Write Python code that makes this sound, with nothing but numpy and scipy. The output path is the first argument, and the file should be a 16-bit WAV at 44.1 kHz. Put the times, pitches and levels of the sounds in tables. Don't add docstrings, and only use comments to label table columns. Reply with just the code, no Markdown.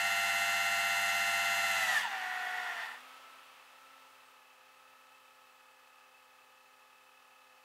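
import sys
import numpy as np
from scipy import signal
from scipy.fft import rfft, irfft, next_fast_len
from scipy.io import wavfile
from scipy.ndimage import uniform_filter1d, map_coordinates

SR = 44100
rng = np.random.default_rng(int(sys.argv[2]) if len(sys.argv) > 2 else 0)


def int16_out(signal):
    q = np.round(np.clip(np.atleast_2d(signal).T, -1, 1) * 32767)
    wavfile.write(sys.argv[1], SR, q.astype(np.int16))


N = 336924


def from_db(db):
    return 10 ** (np.asarray(db) / 20)


def rms_one(x):
    return x / np.sqrt(np.mean(x ** 2) + 1e-20)


def gain_at(points, where):
    place, db = np.transpose(points)
    return from_db(np.interp(np.log(where + 1e-9), np.log(place), db))


def colour(x, points):
    size = next_fast_len(N + 8192)
    gain = gain_at(points, np.fft.rfftfreq(size, 1 / SR))
    return irfft(rfft(x, size) * gain, size)[:N]


def rush(points):
    return rms_one(colour(rng.standard_normal(N), points))


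def drift(rate_hz):
    r = np.exp(-80 * np.pi * rate_hz / SR)
    noise = rng.standard_normal(N // 40 + 2002)
    slow = signal.lfilter([1], [1, -2 * r, r * r], noise)[2000:]
    return np.interp(np.arange(N) / 40, np.arange(len(slow)), rms_one(slow))


def resonate(x, hz, width_hz):
    r = np.exp(-np.pi * width_hz / SR)
    feed = np.array([1, 0, -1]) * (1 - r * r) / 2
    return signal.lfilter(feed, [1, -2 * r * np.cos(2 * np.pi * hz / SR), r * r], x)


def throb(cycles, sharpness):
    return rms_one(np.exp(sharpness * np.cos(2 * np.pi * cycles)))


def swell(at_s, length_s):
    return np.cos(np.pi * np.clip((np.arange(N) / SR - at_s) / length_s, -.5, .5)) ** 2


def above(x, threshold, spread):
    return .5 + .5 * np.tanh((x - threshold) / (2 * spread))


def lag(x, seconds):
    r = np.exp(-1 / (seconds * SR))
    return x[0] + signal.lfilter([1 - r], [1, -r], x - x[0])


BUS_NEAREST_S, BUS_DB, BUS_M_PER_S, BUS_DISTANCE_M, BUS_LOSS_DB = 2.345, -50.5, 7.45, 5.67, 35
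# (frequency [Hz], relative level per Hz [dB])
TYRE_SPECTRUM = [(40, -27), (120, -49), (250, -23), (450, -20), (800, -7), (1250, -5), (1600, -9.5),
                 (2800, -8.5), (3600, -14.5), (6300, -24.5), (15500, -30.5)]


def bus():
    along_m = BUS_M_PER_S * (np.arange(N) / SR - BUS_NEAREST_S)
    distance = np.hypot(1, along_m / BUS_DISTANCE_M)
    return from_db(BUS_DB - BUS_LOSS_DB * np.log10(distance)) * rush(TYRE_SPECTRUM)


TURBO_LOADED_HZ, TURBO_IDLE_HZ, TURBO_RELEASE_S, TURBO_HALF_S = 8900, 7330, 2.75, 1.77
TURBO_DB = -94
# (centre time [s], length [s], peak level [dB])
WHISTLE_FLARES = [(2.8, 1.1, -78), (3.88, .16, -83), (4.28, .14, -80), (5.5, 2.1, -93)]


def turbo(unsteady=0.00077):
    coasting = np.maximum(np.arange(N) / SR - TURBO_RELEASE_S, 0) / TURBO_HALF_S
    hz = TURBO_IDLE_HZ + (TURBO_LOADED_HZ - TURBO_IDLE_HZ) / (1 + coasting ** 2)
    flares = sum(from_db(db) * swell(s, length_s) for s, length_s, db in WHISTLE_FLARES)
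    cycles = np.cumsum(hz * (1 + unsteady * drift(60))) / SR
    return (from_db(TURBO_DB) + flares) * np.sqrt(2) * np.sin(2 * np.pi * cycles)


SURGE_SKEW = .6
# (start time [s], length [s], extra firing rate [1/s], rise of the gear whine [dB])
ENGINE_SURGES = [(2.878, 0.88, 1.05, 16), (3.679, .78, .95, 12), (4.624, 1.1, .32, 7)]


def surges():
    t = np.arange(N) / SR
    extra_rate, whine_db = 0, 0
    for s, length_s, firings_per_s, db in ENGINE_SURGES:
        hump = np.sin(np.pi * np.clip((t - s) / length_s, 0, 1) ** SURGE_SKEW)
        extra_rate = extra_rate + firings_per_s * hump
        whine_db = whine_db + db * hump
    return extra_rate, whine_db


IDLE_FIRINGS_HZ, LOADED_FIRINGS_HZ, LOAD_POWER, GOVERNOR_S = 36.97, 30.0, 1.35, .12
RIPPLE_DB, RIPPLE_LOAD_DB, RIPPLE_SURGE_DB = -85, 20.5, 6
OCTAVE_DB, PIPE_HZ, PIPE_WIDTH_HZ, PIPE_DB = -75.5, 475, 4.4, 9
GEAR_DB, BELT_DB, EXHAUST_DB = -75.5, -72.5, -92.5
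FAN_DB, FAN_SURGE_DB = -65, 2
# (frequency at idle [Hz], level [dB])
GEAR_AND_BELT_TONES = [(403.7, -86), (776.4, -77.5), (855.9, -73), (963.6, -83), (1206, -77), (1263, -72),
                       (1448, -91), (1553, -89), (1707, -75.5), (1812, -79.5), (2046, -85), (2342, -93),
                       (3004, -80), (3456, -101)]
# (frequency [Hz], width [Hz], level [dB])
BLOCK_RESONANCES = [(1220, 180, -76), (2630, 13, -73.5)]
# (frequency [Hz], relative level per Hz [dB])
FAN_SPECTRUM = [(30, -18), (100, -19), (200, -14), (300, -15), (520, -2), (800, -1), (1200, 5),
                (1600, -0.5), (2300, -2), (3000, -2.5), (4000, -6), (6300, -11), (10000, -13.5),
                (15500, -14.5)]


def diesel(firings, rate, load, surge, whine_db, waver_db=-0.1, wander=0.12):
    def tone(multiple, db):
        cycles = multiple * firings + wander * drift(2.85)
        return np.sqrt(2) * from_db(db + waver_db * drift(6.9)) * np.sin(2 * np.pi * cycles)

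    ripple_db = RIPPLE_DB + RIPPLE_LOAD_DB * load + RIPPLE_SURGE_DB * surge
    off_pipe = (14 * rate - PIPE_HZ) / PIPE_WIDTH_HZ
    octave_db = OCTAVE_DB + PIPE_DB / (1 + off_pipe ** 2)
    whine = sum(tone(hz / IDLE_FIRINGS_HZ, db) for hz, db in GEAR_AND_BELT_TONES)
    knocks = rng.standard_normal(N) * throb(firings, sharpness=2.6)
    block = sum(from_db(db) * rms_one(resonate(knocks, hz, width_hz))
                for hz, width_hz, db in BLOCK_RESONANCES)
    pump = tone(7, ripple_db) + tone(14, octave_db)
    gear = tone(35, GEAR_DB + whine_db)
    belt = tone(69.3, BELT_DB) * throb(firings, sharpness=1.5)
    exhaust = tone(3, np.minimum(ripple_db - 11, EXHAUST_DB))
    fan_level = from_db(FAN_DB + FAN_SURGE_DB * surge)
    fan = fan_level * rush(FAN_SPECTRUM) * throb(firings, sharpness=0.034)
    return whine + block + pump + gear + belt + exhaust + fan


FULL_TURNS_PER_S, SLOW_TURNS_PER_S = 16.36, 8.78
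THROTTLE_AT_S, SHUT_AT_S = 2.049, 2.998
LEVER_S, INERTIA_S = .095, .05


def shaft_speed():
    t = np.arange(N) / SR
    throttled = np.exp(np.minimum(t - THROTTLE_AT_S, 0) / LEVER_S)
    shut = np.exp(np.minimum(t - SHUT_AT_S, 0) / LEVER_S)
    flow = FULL_TURNS_PER_S - (FULL_TURNS_PER_S - SLOW_TURNS_PER_S) * throttled - SLOW_TURNS_PER_S * shut
    return np.maximum(lag(flow, INERTIA_S), 0)


def steel_ring(x, decay_s=0.0099, direct=1.0):
    t = np.arange(2048) / SR
    echoes = rng.standard_normal(len(t)) * np.exp(-t / decay_s)
    echoes = echoes / np.linalg.norm(echoes)
    return (direct * x + signal.fftconvolve(x, echoes)[:N]) / np.sqrt(1 + direct ** 2)


STEPS = 4096
# (multiple of the shaft rate [1], relative level [dB])
WEAK_ORDERS = [(6, -43.5), (130, -47.5), (260, -50.5), (440, -53), (570, -57.5), (650, -54.5), (790, -62),
               (870, -70)]


def motor_grind(turns):
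    size = next_fast_len(int(turns.max() + 2) * STEPS)
    orders = np.fft.rfftfreq(size, 1 / STEPS)
    spectrum = rfft(rng.standard_normal(size)) * gain_at(WEAK_ORDERS, orders)
    track = irfft(spectrum, size) * np.sqrt(STEPS / 2)
    grind = from_db(9) * map_coordinates(track, [turns * STEPS], order=3)
    lobe_passes = 6 * turns
    return grind * throb(lobe_passes, sharpness=0.083)


SOFT_MULTIPLE, SOFT_DB = 340, -7
# (multiple of the shaft rate [1], relative level [dB])
STRONG_ORDERS = [(6, -13.5), (12, -26.5), (36, -32.5), (42, -28.5), (48, -31.5), (55, -41.5), (56, -52),
                 (60, -45), (78, -39), (84, -25.5), (90, -33.5), (98, -48), (105, -42), (107, -43),
                 (112, -40), (114, -38), (120, -52.5), (132, -35), (162, -29.5), (168, -33.5), (174, -43),
                 (176, -36.5), (198, -43), (210, -37), (216, -37.5), (222, -36), (246, -33.5), (252, -31),
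                 (258, -32), (294, -33.5), (300, -40.5), (384, -29.5), (420, -33), (462, -35), (498, -33.5)]


def motor_tones(turns, pressure, lobe_db=5.0, roller_db=7.5, loose_db=-4.0, squeal_db=-26.0):
    k = np.arange(STEPS // 2 + 1)
    lobes, rollers = k % 6 == 0, k % 7 == 0
    emphasis_db = np.maximum(lobe_db * lobes, roller_db * rollers)
    size = gain_at(WEAK_ORDERS, k) * from_db(loose_db + emphasis_db)
    size[(k < 5) | (k > 950)] = 0
    for order, db in STRONG_ORDERS:
        size[round(order)] = from_db(db)
    pattern = size * np.exp(2j * np.pi * rng.random(len(k))) * STEPS / np.sqrt(2)
    softened = pattern * from_db(SOFT_DB * above(k, SOFT_MULTIPLE, 24))

    def play(spectrum):
        return map_coordinates(irfft(spectrum), [turns * STEPS], order=3, mode="grid-wrap")

    squeal = from_db(squeal_db) * np.sqrt(2) * np.sin(2 * np.pi * 126 * turns) * throb(turns, sharpness=.6)
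    return squeal + pressure * play(pattern) + (1 - pressure) * play(softened)


PRESSURE_TURNS_PER_S, PRESSURE_RANGE = 12.74, 0.45
RUB_TURNS_PER_S, CHATTER_TURNS_PER_S = 9.2, 8.1
MOTOR_FULL_DB, MOTOR_SLOW_DB = -31.5, -38.5
HISS_FULL_DB, HISS_SLOW_DB = -45.5, -60
RUB_DB = -46.5
ROUGH_FULL_DB, ROUGH_SLOW_DB, ROUGH_BRAKING_DB, ROUGH_CHATTER_DB = -13.5, -8, -9, 1.5
JUDDER, JUDDER_BRAKING, JUDDER_CHATTER = .001, .007, .03
SQUEAL_FLUTTER = .45
# (centre time [s], length [s], multiple of the shaft rate [1], level before flutter and fade [dB])
MOTOR_SQUEALS = [(1.885, 0.033, 126, -39), (1.928, 0.069, 52, -41.5), (1.961, 0.1, 126, -34),
                 (2.061, 0.069, 84, -42), (2.147, 0.11, 84, -45.5), (2.515, 0.83, 168, -50.5)]
# (frequency [Hz], gain [dB])
DECK_RESPONSE = [(60, -49.5), (200, -37.5), (400, -31), (580, -26), (735, -4), (850, -10.5), (980, -12),
                 (1110, -14.5), (1300, -13.5), (1440, -7), (1650, -6.5), (1900, 2), (2080, -5.5),
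                 (2380, -18), (2750, -4), (3700, -14.5), (5200, -17), (13000, -20)]
# (frequency [Hz], relative level per Hz [dB])
OIL_SPECTRUM = [(2060, -46), (3500, -2), (3840, -27), (4060, 12.5), (4270, -1), (4430, 8.5), (4870, -14),
                (5150, 2), (6400, 6), (8420, 2), (9240, -1.5), (10800, 5), (13200, 0), (13800, -41),
                (15500, -73)]


def winch(speed, firings, sway=0.00056, off_centre=0.00046, fade_power=2.46):
    pressure = above(speed, PRESSURE_TURNS_PER_S, PRESSURE_RANGE)
    turning = np.minimum(speed / SLOW_TURNS_PER_S, 1) ** fade_power
    braking = np.clip(-np.gradient(speed) * SR / (speed + 1e-6), 0, 4)
    chatter = 1 - above(speed, CHATTER_TURNS_PER_S, 0.12)
    rubbing = 1 - above(speed, RUB_TURNS_PER_S, 0.12)

    def by_pressure(slow_db, full_db):
        return from_db(slow_db + (full_db - slow_db) * pressure)

    rough = by_pressure(ROUGH_SLOW_DB, ROUGH_FULL_DB)
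    rough = rough + from_db(ROUGH_BRAKING_DB) * np.sqrt(braking) + from_db(ROUGH_CHATTER_DB) * chatter
    judder = JUDDER + JUDDER_BRAKING * braking + JUDDER_CHATTER * chatter
    turns = np.cumsum(speed * (1 + judder * drift(42.9) + sway * drift(4.1))) / SR
    turns = turns + off_centre * np.sin(2 * np.pi * turns)

    motor = motor_tones(turns, pressure) + rough * steel_ring(motor_grind(turns))
    motor = colour(motor, DECK_RESPONSE)
    motor = signal.sosfilt(signal.butter(8, 82, "high", fs=SR, output="sos"), motor)
    running_rms = np.sqrt(uniform_filter1d(motor ** 2, size=5400) + 1e-12)
    motor = by_pressure(MOTOR_SLOW_DB, MOTOR_FULL_DB) * motor / running_rms

    squeals = 0
    for s, length_s, multiple, db in MOTOR_SQUEALS:
        level = from_db(db) * swell(s, length_s)
        squeals = squeals + level * np.sqrt(2) * np.sin(2 * np.pi * multiple * turns)
    squeals = squeals * (1 + SQUEAL_FLUTTER * np.sqrt(braking) * drift(77))

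    pump_strokes = 0.89 + 0.094 * throb(2 * firings, sharpness=0.78)
    hiss = steel_ring(rush(OIL_SPECTRUM), decay_s=0.0032, direct=0.23)
    oil = by_pressure(HISS_SLOW_DB, HISS_FULL_DB) * hiss * pump_strokes

    scrape = resonate(resonate(rng.standard_normal(N), 1844, 220), 1844, 220)
    rub = from_db(RUB_DB) * rubbing * rms_one(scrape) * throb(2 * turns, sharpness=.8)
    return turning * (motor + squeals + oil + rub)


def scene():
    speed = shaft_speed()
    load = lag((speed / FULL_TURNS_PER_S) ** LOAD_POWER, GOVERNOR_S)
    surge, whine_db = surges()
    rate = IDLE_FIRINGS_HZ - (IDLE_FIRINGS_HZ - LOADED_FIRINGS_HZ) * load + surge
    firings = np.cumsum(rate) / SR
    background = bus() + turbo() + diesel(firings, rate, load, surge, whine_db)
    return (background + winch(speed, firings))[None]


CUTOFF_HZ = 15700


def record(dry):
    thinned = signal.sosfilt(signal.butter(2, 48, "high", fs=SR, output="sos"), dry)
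    return signal.sosfilt(signal.ellip(12, .1, 80, CUTOFF_HZ, fs=SR, output="sos"), thinned)


dry = scene()
out = record(dry)
int16_out(out)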